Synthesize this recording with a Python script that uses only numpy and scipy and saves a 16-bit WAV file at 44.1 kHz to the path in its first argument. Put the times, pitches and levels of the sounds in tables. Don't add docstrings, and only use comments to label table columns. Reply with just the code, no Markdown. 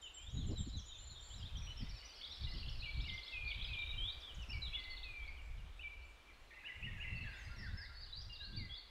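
import sys
import numpy as np
from scipy import signal
from scipy.fft import rfft, irfft, next_fast_len
from scipy.io import wavfile
from scipy.ndimage import uniform_filter1d, map_coordinates

SR = 44100
rng = np.random.default_rng(int(sys.argv[2]) if len(sys.argv) > 2 else 0)


def generate_wav(signal):
    frames = np.transpose(np.atleast_2d(signal))
    scaled = np.clip(frames, -1, 1) * 32767
    pcm = np.round(scaled).astype(np.int16)
    wavfile.write(sys.argv[1], SR, pcm)


N = 392534
TIME = np.arange(N) / SR
ALONG = np.linspace(0, 1, 25)


def undb(db):
    return 10 ** (np.asarray(db) / 20)


def unit(x):
    return x / np.sqrt(np.mean(x ** 2))


def wander(rate_hz):
    hold = max(int(SR / rate_hz), 2)
    steps = np.repeat(rng.standard_normal(8000)[:N // hold + 1], hold)
    return 1.26 * uniform_filter1d(uniform_filter1d(steps, hold), hold)[:N]


def band_noise(low_hz, high_hz, order=2):
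    band = signal.butter(order, [low_hz, max(high_hz, 1.1 * low_hz)], "band", fs=SR, output="sos")
    return unit(signal.sosfilt(band, rng.standard_normal(N)))


# (frequency [Hz], relative level [dB])
HISS_COLOUR = [(60, -6.5), (250, -1), (500, -1), (1100, -.5), (2000, -3.5), (3500, -6), (5500, -14.5),
               (8000, -19.5), (12000, -24), (15500, -29.5)]
# (time [s], level [dB])
HISS_LEVELS = [(0, -65.5), (7.5, -64.5), (8.9, -70)]
def barley(swell_db):
    hz, shape_db = np.transpose(HISS_COLOUR)
    size = next_fast_len(N)
    spectrum = rfft(rng.standard_normal(size))
    colour_db = np.interp(np.log(np.linspace(1, SR / 2, len(spectrum))), np.log(hz), shape_db)
    hiss = unit(irfft(spectrum * undb(colour_db), size)[:N])
    level_db = np.interp(TIME, *np.transpose(HISS_LEVELS)) + swell_db * wander(1.7)
    return hiss * undb(level_db)


def gust(start, end, build_s=0.084, fade_s=0.11):
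    return np.exp(-np.maximum(start - TIME, 0) / build_s - np.maximum(TIME - end, 0) / fade_s)


# (start [s], end [s], rumble level [dB], flutter level [dB])
WIND_GUSTS = [(0.338, 0.767, -46.5, -47.5), (1.03, 1.246, -56, -60.5), (1.377, 1.65, -50, -53),
              (1.77, 1.887, -46, -50), (2.447, 2.84, -43.5, -49), (2.978, 3.07, -45, -49.5),
              (3.403, 3.726, -49.5, -55.5), (3.842, 4.07, -45.5, -54), (4.375, 4.73, -48, -55),
              (4.907, 5.354, -50.5, -65), (5.477, 5.66, -48, -59), (5.785, 6.09, -55.5, -73),
              (6.86, 7.283, -50, -50), (7.44, 7.817, -49, -53.5), (7.894, 8.32, -53.5, -60.5),
              (8.468, 8.637, -48.5, -52.5)]
# (time [s], length [s], level [dB], upper edge [Hz])
WIND_THUMPS = [(0.387, 0.053, -49, 230), (.515, 0.052, -42.5, 350), (0.531, .03, -53, 656),
               (.6, 0.021, -38.5, 185), (0.675, 0.022, -43.5, 270), (1.828, 0.038, -45, 250),
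               (2.57, .06, -57.5, 320), (3.036, 0.027, -52, 250), (4.013, 0.048, -58.5, 320),
               (4.494, 0.019, -54, 285), (7.16, 0.26, -63, 254), (7.622, .12, -57.5, 260),
               (8.578, 0.18, -56.5, 274)]
def wind():
    rumble_db, flutter_db = -64.5, -79
    for start, end, low_db, high_db in WIND_GUSTS:
        fade_db = 20 * np.log10(gust(start, end))
        rumble_db = np.maximum(rumble_db, low_db + fade_db)
        flutter_db = np.maximum(flutter_db, high_db + 1.7 * fade_db)
    swirls = 2.22 * np.tanh(wander(30) / 1.32)
    rumble = band_noise(13.6, 70.6, order=6) * undb(rumble_db + 0.86 * swirls)
    flutter = band_noise(71.3, 121.8, order=5) * undb(flutter_db + 3.8 * swirls - 3.5)
    rasp = band_noise(108.5, 190.7) * undb(-55.5 + 1.55 * (flutter_db + 46.5) + 5.2 * swirls)
    out = rumble + flutter + rasp
    for centre, length, db, edge_hz in WIND_THUMPS:
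        swell = np.exp(-(2 * (TIME - centre) / length) ** 2)
        out += band_noise(85, edge_hz, order=3) * undb(db) * swell
    return out


def trees(song, early_db, early_s, late_db, late_s, dull_hz=6600):
    t = TIME[:2 * SR]
    near, far, grain = rng.standard_normal((3, len(t)))
    early = near * undb(-60 * t / early_s) * (1 - np.exp(-t / 0.0033))
    late = far * grain ** 2 * undb(-60 * t / late_s) * (1 - np.exp(-t / 0.022))
    echo = undb(early_db) * early / np.linalg.norm(early) + undb(late_db) * late / np.linalg.norm(late)
    echo = signal.sosfilt(signal.butter(2, dull_hz, fs=SR, output="sos"), echo)
    heard_at = TIME + 0.00007 * wander(109.9)
    return song + map_coordinates(signal.fftconvolve(song, echo)[:N], [heard_at * SR])


def tone(hz, fade, max_attack_s=0.01):
    u = np.linspace(0, 1, len(hz))
    attack = min(fade, max_attack_s * SR / len(hz))
    opening = np.clip(np.minimum(u / attack, (1 - u) / fade), 0, 1)
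    return np.sqrt(2) * np.sin(np.pi / 2 * opening) * np.sin(2 * np.pi * np.cumsum(hz) / SR)


def glide(pitches, size):
    place = np.linspace(0, len(pitches) - 1, size)
    k = np.minimum(place.astype(int), len(pitches) - 2)
    u, step, slope = place - k, np.diff(pitches)[k], np.gradient(pitches)
    bend = (1 - u) * (slope[k] - step) - u * (slope[k + 1] - step)
    return pitches[k] + u * step + u * (1 - u) * bend


def sing(notes, fade, waver, shimmer_db, sweep_hz_per_s=50000):
    out = np.zeros(N)
    tension = 1 + waver * wander(300)
    pressure = undb(shimmer_db * wander(120))
    for start, length, db, *pitches in notes:
        span = slice(max(int(start * SR), 0), min(int((start + length) * SR), N))
        hz = glide(np.array(pitches, float), span.stop - span.start)
        strength = 1 / np.sqrt(1 + np.abs(np.gradient(hz)) * SR / sweep_hz_per_s)
        out[span] += undb(db) * unit(tone(hz * tension[span], fade) * strength * pressure[span])
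    return out


# (start [s], end [s], rate [1/s], lowest [Hz], highest [Hz],
# typical chirp length [s], level [dB])
CHIRP_RUNS = [(0, 2.2, 24, 2500, 4500, .06, -65), (0, 2.2, 12, 3900, 6400, 0.032, -79.5),
              (1.6, 2.65, 20, 1800, 3000, 0.014, -62.5), (2, 3.3, 38, 3900, 5500, 0.0227, -62),
              (2.25, 3.95, 28, 2700, 4400, 0.01276, -54), (5.5, 7.1, 16, 2600, 4400, .035, -72.5),
              (7.15, 8.85, 26, 2900, 5000, .04, -67), (6.5, 7.4, 40, 1650, 2900, 0.0253, -61),
              (7.3, 7.9, 16, 1400, 2300, .05, -64), (1.6, 7.3, 3, 6500, 8500, 0.078, -82)]
def twitter(scatter_db):
    notes = []
    for start, end, rate, low_hz, high_hz, length, db in CHIRP_RUNS:
        chance = rng.random((100, 6))
        for beat, (late, stretch, loud, *shape) in zip(np.arange(start, end, 1 / rate), chance):
            pitches = low_hz + (high_hz - low_hz) * np.array(shape)
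            level_db = db + scatter_db * (2 * loud - 1)
            notes.append((beat + late / rate / 2, length * (.5 + stretch), level_db, *pitches))
    return notes


def trill(start, length, centre_hz, depth_hz, rate_hz, db):
    turn = 2 * np.pi * rate_hz * np.arange(int(length * SR)) / SR
    hz = centre_hz + depth_hz * (np.sin(turn) + np.sin(2 * turn) / np.pi)
    buzz = tone(hz, fade=.2) * (1 - .5 * np.cos(turn))
    first = int(start * SR)
    return undb(db) * np.pad(buzz, (first, N - first - len(hz)))


def shaped(table, curve):
    return [(start, length, db, *curve(*hz)) for start, length, db, *hz in table]


# (start [s], length [s], level [dB], top pitch [Hz])
PEEP_NOTES = [(.013, .04, -61.5, 7200), (.137, 0.052, -57.5, 7510), (.215, 0.034, -64, 7260),
              (.315, 0.12, -66, 6830), (.465, 0.033, -59.5, 7250), (.574, 0.07, -59, 7470),
              (.668, .024, -64, 7060), (.854, 0.055, -61, 7000), (.98, 0.16, -62, 7200),
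              (4.897, 0.0484, -54, 4460)]
ARCH_NOTES = [(.762, 0.055, -61, 6580), (1.761, 0.082, -60, 5530), (1.886, 0.037, -60, 5630),
              (1.956, 0.048, -59.5, 5480), (2.04, 0.066, -61.5, 5930), (2.155, .03, -60.5, 5410),
              (2.3, 0.076, -62.5, 5630), (2.525, 0.051, -62, 5460), (2.69, 0.028, -67, 5600),
              (3.125, 0.059, -67, 5830), (2.789, 0.051, -56.5, 4350), (3.086, 0.018, -46, 3790),
              (3.176, 0.018, -51, 3500), (3.46, 0.063, -59, 4630), (3.503, 0.019, -46.5, 3510),
              (3.635, 0.071, -63, 5020), (5.81, .07, -70, 3800), (8, .055, -56.5, 4960),
              (8.558, 0.065, -52.5, 4650), (8.768, 0.048, -57, 4610)]
def arches(peak_at=0.287, climb=0.608, peep_drop_hz=220, arch_drop=.25):
    before = climb * (1 - ALONG / peak_at) ** 2
    after = np.abs((ALONG - peak_at) / (1 - peak_at)) ** 1.3
    sag = np.where(ALONG < peak_at, before, after)
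    return (shaped(PEEP_NOTES, lambda top: top - peep_drop_hz * sag)
            + shaped(ARCH_NOTES, lambda top: top * (1 - arch_drop * sag)))


# (start [s], length [s], level [dB], from [Hz], towards [Hz])
DIVE_NOTES = [(.024, 0.06, -53.5, 3200, 2610), (.35, 0.1, -58.5, 3920, 2950), (.555, .06, -55, 4035, 3000),
              (.73, 0.072, -56, 4050, 3040), (3.42, .115, -48, 2427, 2190),
              (4.227, 0.098, -55.5, 3527, 2790), (4.388, 0.061, -57, 3030, 2465),
              (4.487, 0.03, -55.5, 5410, 5280), (4.615, .073, -48, 4085, 3094),
              (5.13, .18, -54, 2383, 2145), (6.04, 0.12, -84, 7300, 6400), (7.07, 0.15, -51.5, 2723, 2637),
              (7.561, .105, -64, 5630, 3880), (7.585, 0.1, -55, 1982, 1372), (7.77, .102, -58, 5270, 3610),
              (8.295, 0.068, -54.5, 2840, 2763), (8.32, .05, -56, 5010, 3320)]
CLIMB_NOTES = [(.167, 0.14, -60, 3050, 3910), (1.297, 0.055, -58.5, 3020, 4300),
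               (1.425, 0.057, -55.5, 3140, 4350), (1.553, 0.041, -55, 3095, 4210),
               (1.77, 0.0605, -60.5, 3020, 3420), (3.775, .16, -52, 3724, 3850),
               (3.975, 0.14, -45, 3110, 4040), (4.09, 0.048, -62.5, 4050, 4940),
               (4.733, 0.033, -42.5, 3350, 3475), (5.199, .06, -65, 3175, 3500),
               (7.22, 0.17, -73, 4360, 5600), (7.66, 0.086, -68.5, 3390, 4420),
               (7.94, 0.11, -61, 4410, 4680), (7.775, 0.094, -57, 1601, 2246),
               (8.125, 0.041, -51, 3860, 4580), (8.165, .042, -52, 4726, 4950),
               (8.385, 0.076, -53, 3760, 4550), (8.526, .04, -60, 3400, 4300),
               (8.692, 0.058, -52, 3300, 3470)]
SLUR_NOTES = [(.884, 0.098, -58.5, 4100, 3480), (1.097, 0.12, -60.5, 4370, 3540),
              (1.375, 0.064, -66.5, 5900, 4560), (1.568, 0.03, -60, 6200, 5550),
              (1.614, 0.082, -63.5, 5920, 5710), (1.67, 0.072, -57, 2954, 2990),
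              (3.322, 0.1076, -47, 2740, 2400), (3.684, .17, -49, 2660, 2337),
              (5.036, 0.084, -53, 2700, 2430), (5.369, 0.044, -65, 3330, 2760),
              (5.575, 0.038, -68.5, 3370, 2750), (7.235, 0.081, -55, 2280, 1530),
              (7.36, 0.11, -72.5, 7500, 6100), (8.4, 0.082, -60.5, 1720, 1580),
              (8.569, 0.11, -58.5, 2520, 1983)]
def slides():
    return (shaped(DIVE_NOTES, lambda first, last: first + (last - first) * ALONG ** 1.9)
            + shaped(CLIMB_NOTES, lambda first, last: first + (last - first) * ALONG ** 2.1)
            + shaped(SLUR_NOTES, lambda first, last: last + (first - last) * np.exp(-ALONG / .3)))


# (start [s], length [s], level [dB], first pitch [Hz])
UP_FLICKS = [(.295, 0.023, -71, 5300), (.945, .045, -69, 5800), (2.212, 0.011, -52, 2900),
             (2.23, 0.024, -49, 3164), (2.311, 0.02, -52, 3480), (2.434, 0.027, -50.5, 3280),
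             (2.494, .03, -57, 3780), (2.575, 0.048, -57, 3800), (2.999, .014, -51, 3050),
             (3.279, 0.0091, -49.5, 3230), (3.317, .011, -53, 3180), (3.612, 0.016, -46, 3130),
             (4.783, 0.023, -58, 3720), (5.03, .018, -50.5, 3400), (5.26, .03, -65, 3800),
             (8.207, 0.021, -60, 4780), (8.75, .025, -56.5, 3560)]
DOWN_FLICKS = [(.505, .022, -66, 5930), (.685, .02, -68, 6030), (2.345, 0.0085, -58, 4370),
               (2.684, 0.013, -50, 3720), (3.593, 0.012, -52, 3860), (3.643, 0.0094, -44.5, 3930),
               (3.732, 0.025, -48, 3730), (4.202, .024, -65, 6060), (4.345, 0.021, -66, 7130),
               (4.42, 0.017, -64, 6360), (4.526, 0.018, -55.5, 5220), (4.838, 0.019, -54, 4530),
               (4.965, 0.019, -53, 4500), (6.285, 0.033, -64, 2580), (6.505, 0.026, -61, 2490)]
def flicks(up_ratio=1.29, down_ratio=.74):
    return (shaped(UP_FLICKS, lambda first: first * up_ratio ** ALONG)
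            + shaped(DOWN_FLICKS, lambda first: first * down_ratio ** ALONG))


# (start [s], rise level [dB], top [Hz], slur length [s], slur level [dB], end [Hz])
YODEL_NOTES = [(2.819, -49, 2930, 0.051, -48, 2310), (3.038, -52.5, 2980, 0.14, -50.5, 2085),
               (4.494, -50, 2950, 0.056, -50, 2278), (4.726, -48.5, 2980, 0.14, -53.5, 2052),
               (5.792, -53, 3024, 0.057, -49, 2318), (6.646, -49, 2970, 0.037, -50, 1976),
               (6.824, -47, 2925, 0.039, -51, 1852), (6.998, -47.5, 2933, 0.035, -49, 2040)]
def yodels(rise_s=.034, rise_hz=532, break_hz=2698, settle_s=0.00514):
    notes = []
    for start, rise_db, top, length, slur_db, last in YODEL_NOTES:
        rise = top - rise_hz * (1 - ALONG) ** 1.555
        slur = last + (break_hz - last) * np.exp(-ALONG * length / settle_s)
        notes += [(start, rise_s, rise_db, *rise), (start + rise_s, length, slur_db, *slur)]
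    return notes


def voice(low_hz, high_hz):
    notes = arches() + slides() + flicks() + yodels()
    return [note for note in notes if low_hz <= np.mean(note[3:]) < high_hz]


def birds(low_hz=2880, high_hz=4250):
    whistles = sing(voice(high_hz, SR / 2), fade=0.17, waver=0.0047, shimmer_db=3)
    whistles += trill(start=1.205, length=.175, centre_hz=7220, depth_hz=278, rate_hz=65, db=-63)
    warbles = sing(voice(low_hz, high_hz), fade=0.12, waver=0.013, shimmer_db=3.5)
    flutes = sing(voice(0, low_hz), fade=0.14, waver=0.0045, shimmer_db=2.1)
    chirps = sing(twitter(scatter_db=3.5), fade=0.36, waver=0.0154, shimmer_db=0)
    return (undb(-1.5) * trees(whistles, early_db=-2, early_s=0.3, late_db=-5, late_s=0.78)
            + undb(-0.4) * trees(warbles, early_db=-4.5, early_s=0.25, late_db=-7.5, late_s=1)
            + undb(-1.6) * trees(flutes, early_db=-4, early_s=0.2, late_db=-4, late_s=1.69)
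            + undb(-4) * trees(chirps, early_db=-0.5, early_s=0.25, late_db=-1.5, late_s=0.73))


def scene():
    return (birds() + wind() + barley(swell_db=1.34))[None]


def record(dry):
    return signal.sosfilt(signal.ellip(10, .2, 70, 15700, fs=SR, output="sos"), dry)


dry = scene()
out = record(dry)
generate_wav(out)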